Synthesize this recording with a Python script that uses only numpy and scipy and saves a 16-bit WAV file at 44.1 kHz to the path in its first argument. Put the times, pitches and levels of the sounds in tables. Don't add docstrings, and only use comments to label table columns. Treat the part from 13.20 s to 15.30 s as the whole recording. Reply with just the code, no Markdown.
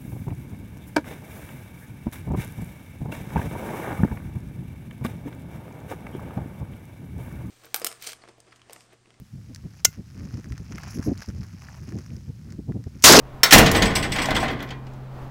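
import sys
import numpy as np
from scipy import signal
from scipy.fft import rfft, irfft
from scipy.io import wavfile
from scipy.ndimage import uniform_filter1d

SR = 44100
rng = np.random.default_rng(int(sys.argv[2]) if len(sys.argv) > 2 else 0)


def to_wav(s):
    ch = np.atleast_2d(s).T
    pcm = np.round(np.clip(ch, -1, 1) * 32767)
    wavfile.write(sys.argv[1], SR, pcm.astype(np.int16))


N = 92610
T = np.arange(N) / SR
HZ = np.maximum(np.arange(N // 2 + 1) * SR / N, 1)


def undb(db):
    return 10 ** (np.asarray(db) / 20)


def unit(x):
    return x / np.sqrt(np.mean(x ** 2))


def curve(rows):
    return undb(np.interp(T, *np.array(rows).T))


def fade(seconds):
    return np.exp(-np.minimum(np.log(1000) * T / max(seconds, .002), 40))


def noise(points):
    hz, db = np.array(points).T
    colour = undb(np.interp(np.log(HZ), np.log(hz), db))
    return unit(irfft(rfft(rng.standard_normal(N)) * colour, N))


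def drift(per_second):
    steps = rng.standard_normal(64)[(T * per_second).astype(int) % 64]
    return 1.3 * uniform_filter1d(steps, int(SR / per_second))


def ring(colour, ring_s, damping, tail_db, tail_s):
    spectrum, out = rfft(noise(colour)), np.zeros(N)
    centres = np.geomspace(125, 16000, 8)
    for hz, pick in zip(centres, np.eye(len(centres))):
        band = irfft(spectrum * np.interp(np.log(HZ), np.log(centres), pick), N)
        stretch = (hz / 1000) ** -damping
        out += band * (fade(ring_s * stretch) + undb(tail_db) * fade(tail_s * stretch))
    return out


def tones(notes, scatter_db=0):
    out = np.zeros(N)
    for hz, db, ring_s in notes:
        gain = undb(db + scatter_db * rng.standard_normal())
        out += gain * np.sin(2 * np.pi * (hz * T + rng.random())) * fade(ring_s)
    return out


def blows(hits, pivot_hz):
    size = 8192
    force, hz = np.zeros(N + size), np.arange(size // 2 + 1) * SR / size
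    octaves = np.clip(np.log2(np.maximum(hz, 1) / pivot_hz), -3, 3)
    for start, db, contact_ms, brightness in hits:
        window = np.exp(-T[:size] * 1000 / max(contact_ms, .3))
        spectrum = rfft(rng.standard_normal(size) * window)
        burst = irfft(spectrum / np.abs(spectrum) * undb(db + brightness * octaves))
        i = int(start * SR)
        force[i:i + size // 2] += burst[:size // 2]
    return force[:N]


def strike(force, body):
    return signal.fftconvolve(force, body)[:N]


def wind():
    # pitch in Hz, relative level in dB.
    colour = [(20, -9.5), (55, -8.5), (100, -16.5), (170, -18), (270, -18), (400, -21), (950, -23.5),
              (2100, -37), (5000, -48), (9000, -56), (15500, -55.5)]
    # time in seconds, level in dB.
    levels = [(0, -41.5), (1.6, -43.5), (2.1, -40.5)]
    return noise(colour) * curve(levels) * undb(drift(14))


def engine():
    # pitch in Hz, full level in dB.
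    notes = [(130.7, -38), (246, -57)]
    uneven_time = np.cumsum(1 + .003 * drift(2.7)) / SR
    drone = sum(undb(db) * np.sqrt(2) * np.sin(2 * np.pi * hz * uneven_time) for hz, db in notes)
    return drone * undb(-7 * np.maximum(1 - T, 0))


def post():
    # start in seconds, level in dB, contact in ms, brightness in dB per octave.
    hits = [(0.955, -28.5, 22, 3.5), (1.0865, -23, 4, -1), (1.228, -23, 10, 0)]
    # pitch in Hz, relative level in dB.
    colour = [(200, -18), (500, -32), (630, -8.5), (760, -10.5), (950, -38), (1900, -12), (4000, -37),
              (15000, -54)]
    # pitch in Hz, relative level in dB, ring time in seconds.
    notes = [(630, -3, .26), (700, -9, .11), (764, 0, .42)]
    body = ring(colour, ring_s=0.13, damping=0.17, tail_db=-10.5, tail_s=0.55)
    body += undb(-6.5) * tones(notes)
    return strike(blows(hits, pivot_hz=730), body)


def sheet():
    # pitch in Hz, relative level in dB.
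    colour = [(90, -13.5), (240, 0), (450, -7.5), (740, -5), (900, -5), (1350, -5), (1950, -2.5),
              (2700, -12), (3250, -4.5), (3900, -13.5), (6500, -22.5), (9000, -34), (15000, -49.5)]
    # pitch in Hz, relative level in dB, ring time in seconds.
    notes = [(1045, -2, 0.65), (1503, -2, 0.23), (1940, -0.5, 0.31), (2040, 2, .26), (2420, -6, 0.61),
             (3135, -15.5, 0.2), (3650, -16.5, 0.15), (4600, -14, 0.18)]
    blur = ring(colour, ring_s=.125, damping=0.76, tail_db=-11.5, tail_s=0.64)
    return blur + undb(-14.5) * tones(notes, scatter_db=3)


def panels(count=3, taps_per_second=210):
    # start in seconds, level in dB, contact in ms, brightness in dB per octave.
    hits = [(0.961, -25.5, 4.3, 4.5), (0.986, -26, 20, -0.5), (1.1065, -19.5, 3.4, 3),
            (1.152, -23, 6.9, 0.5), (1.164, -18, 5.7, 2.5), (1.229, -23.5, 44, 0), (1.282, -25.5, 6.4, 0.5),
            (1.403, -34, 5.4, 1), (1.423, -35, 5, 1), (1.505, -32.5, 7.4, 2)]
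    # time in seconds, level in dB.
    shaking = [(0.34, -23.5), (0.45, -23), (0.6, -24.5), (0.72, -27), (0.9, -37), (0.99, -27.5),
               (1.07, -28.5), (1.15, -38), (1.29, -30), (1.36, -38), (1.5, -41.5), (1.6, -75)]
    knocks = sum(strike(blows(hits[k::count], pivot_hz=2000), sheet()) for k in range(count))
    body = sheet()
    taps = (rng.random(N) < taps_per_second / SR) * np.sign(rng.standard_normal(N))
    taps = unit(taps) / np.sqrt(np.sum(body ** 2))
    chatter = taps * curve(shaking) * (T > shaking[0][0])
    return knocks + strike(chatter, body)


def handle():
    # start in seconds, level in dB, contact in ms, brightness in dB per octave.
    hits = [(0.559, -23.5, 6.5, 4.5), (0.654, -22, 2.8, -1.5), (0.753, -16, 3.3, 1),
            (0.8262, -24, 2.5, -2.5), (0.9195, -23, 3.3, -0.5), (0.983, -25, 10, -5),
            (1.017, -24, 7.6, -0.5), (1.147, -24, 16, -2.5), (1.2, -29, 11, -1)]
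    # pitch in Hz, relative level in dB.
    colour = [(200, -1.5), (1000, -15), (2100, 4.5), (4000, -4.5), (5500, -1), (7200, -16), (7950, 3.5),
              (8600, -7.5), (9500, -17), (13000, -16.5), (16000, -22)]
    # pitch in Hz, relative level in dB, ring time in seconds.
    notes = [(2083, 1, .18), (2310, -4, .12), (3270, -6, .12), (3515, -4, .12), (5000, -5, .14),
             (5920, -8, .1), (7915, -15, .2), (8075, -14, .2), (8260, -18, .2), (8570, -14, .18)]
    blur = ring(colour, ring_s=0.12, damping=0.047, tail_db=-23, tail_s=0.62)
    out = np.zeros(N)
    for hit in hits:
        force = blows([hit], pivot_hz=4880)
        out += strike(force, blur + undb(-12) * tones(notes, scatter_db=3))
    return out


def ticks():
    # start in seconds, level in dB, contact in ms, brightness in dB per octave.
    hits = [(0.3318, 3.5, 1.8, 4.5), (0.5145, -16, 1.1, 5.5), (1.0565, -23, 2.6, -2.5),
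            (1.426, -43.5, 0.87, 11.5), (1.489, -43.5, 3.1, -9), (1.6685, -55, 2.3, -13.5),
            (1.735, -53, 2.7, 2)]
    # pitch in Hz, relative level in dB.
    colour = [(500, -41), (2500, 5), (6000, 6), (9500, -4.5), (13000, -3), (16000, -12)]
    body = ring(colour, ring_s=0.028, damping=0.18, tail_db=-17, tail_s=0.4)
    return strike(blows(hits, pivot_hz=5880), body)


def latch():
    # start in seconds, level in dB, contact in ms,
    # brightness in dB per octave, extra level of the ping in dB.
    hits = [(0.2323, -4.5, 0.68, -1.5, 1), (0.3083, -9, 3.7, -2.5, -8.5), (0.322, -9.5, 1.1, 2, -23),
            (0.3314, -3, 1.9, 3.5, -16.5), (0.38, -8, 3.5, 1.5, -14.5), (0.387, -14.5, 0.92, -8.5, -19.5)]
    # pitch in Hz, relative level in dB.
    colour = [(80, -43.5), (250, -18.5), (600, -11.5), (1400, -3), (3000, 3), (5500, 1.5), (7500, -0.5),
              (10000, -3.5), (12500, -5), (15500, 0.5)]
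    # pitch in Hz, relative level in dB, ring time in seconds.
    notes = [(1061, -15, .4), (1327, -13, .3), (1432, -9, .3), (1858, -12, .23), (2083, -15, .25),
             (3100, -13, .2), (3800, -3, .12), (4430, -10, .13), (5270, -3, .06), (5420, 7, .08),
             (7890, -9, .1), (11830, -5, .07), (12850, -5, .07), (13450, -5, .07), (15030, -2, .06),
             (15220, -2, .07), (15480, -2, .06)]
    clack_hits = [hit[:4] for hit in hits]
    ping_hits = [(start, db + ping_db, ms, brightness) for start, db, ms, brightness, ping_db in hits]
    body = ring(colour, ring_s=0.2, damping=0.66, tail_db=-12.5, tail_s=1.0)
    clacks = strike(blows(clack_hits, pivot_hz=4060), body)
    pings = strike(blows(ping_hits, pivot_hz=4000), undb(-9) * tones(notes))
    return clacks + pings


def frame():
    # start in seconds, level in dB, contact in ms, brightness in dB per octave.
    hits = [(0.3245, 4, 2, 0), (0.46, -14.5, 4.4, 1.5), (0.548, -16, 6, -1), (0.6208, -15, 1.07, 2.5),
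            (0.703, -36, 2.5, 2.5), (0.838, -24, 13.4, -3.5)]
    # pitch in Hz, relative level in dB.
    colour = [(60, -28), (250, -8), (700, -3.5), (1200, -5), (1900, 0), (3000, -2), (4700, -8), (6500, -11),
              (9000, -22.5), (15500, -31.5)]
    # pitch in Hz, relative level in dB, ring time in seconds.
    notes = [(1566, -0.5, 0.36), (1834, -1, 0.62), (1980, -3.5, 0.5), (2285, -1.5, .45), (2765, -3.5, 0.37),
             (2880, -6, 0.59), (2820, -5, 0.55), (3117, -3, 0.39), (4494, -4, .12), (5160, -10, .18)]
    body = ring(colour, ring_s=0.14, damping=0.23, tail_db=-21, tail_s=0.96)
    body += undb(-20.5) * tones(notes)
    return strike(blows(hits, pivot_hz=2000), body)


def door():
    # start in seconds, level in dB, contact in ms, brightness in dB per octave.
    hits = [(0.335, -7.5, 16, -1), (0.354, -14.5, 10.6, 0.5), (0.388, -15, 4.7, 0), (0.54, -18.5, 20, -1.5),
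            (0.617, -17, 10.7, -2.5), (0.755, -31, 33, 2.5), (0.89, -27, 15, -4), (1.105, -22, 8.9, -3),
            (1.185, -32, 5.6, -0.5), (1.305, -30, 9.4, -1.5)]
    # pitch in Hz, relative level in dB.
    colour = [(20, -9.5), (45, -2.5), (90, -5), (160, 3), (230, 4), (350, -1.5), (520, -5), (700, -3),
              (1300, -10.5), (2500, -12.5), (6000, -27), (15000, -27)]
    # pitch in Hz, relative level in dB, ring time in seconds.
    notes = [(43, -11, 1.4), (60.4, -7, 1.38), (78.7, -5.5, 1.1), (100.6, 0, 1.1), (158, -6, 1.1),
             (190, -.5, 1.5), (283, 1, 1.1), (346, 0, .7), (451, 9.5, .6), (533, 1, .35), (641, 3, .7),
             (660, 3, .35), (724, 2, .45), (806, 2, .55), (953, -9, .6)]
    body = ring(colour, ring_s=0.27, damping=0.41, tail_db=-19.5, tail_s=0.96)
    body += undb(-12.5) * tones(notes)
    return strike(blows(hits, pivot_hz=184), body)


def scene():
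    trailer = latch() + door() + frame() + panels() + post() + handle() + ticks()
    return (trailer + wind() + engine())[None]


def record(dry, top_hz=15750):
    treble_cut = signal.ellip(10, .2, 70, top_hz, fs=SR, output="sos")
    return signal.sosfilt(treble_cut, np.clip(dry, -1, 1))


dry = scene()
out = record(dry)
to_wav(out)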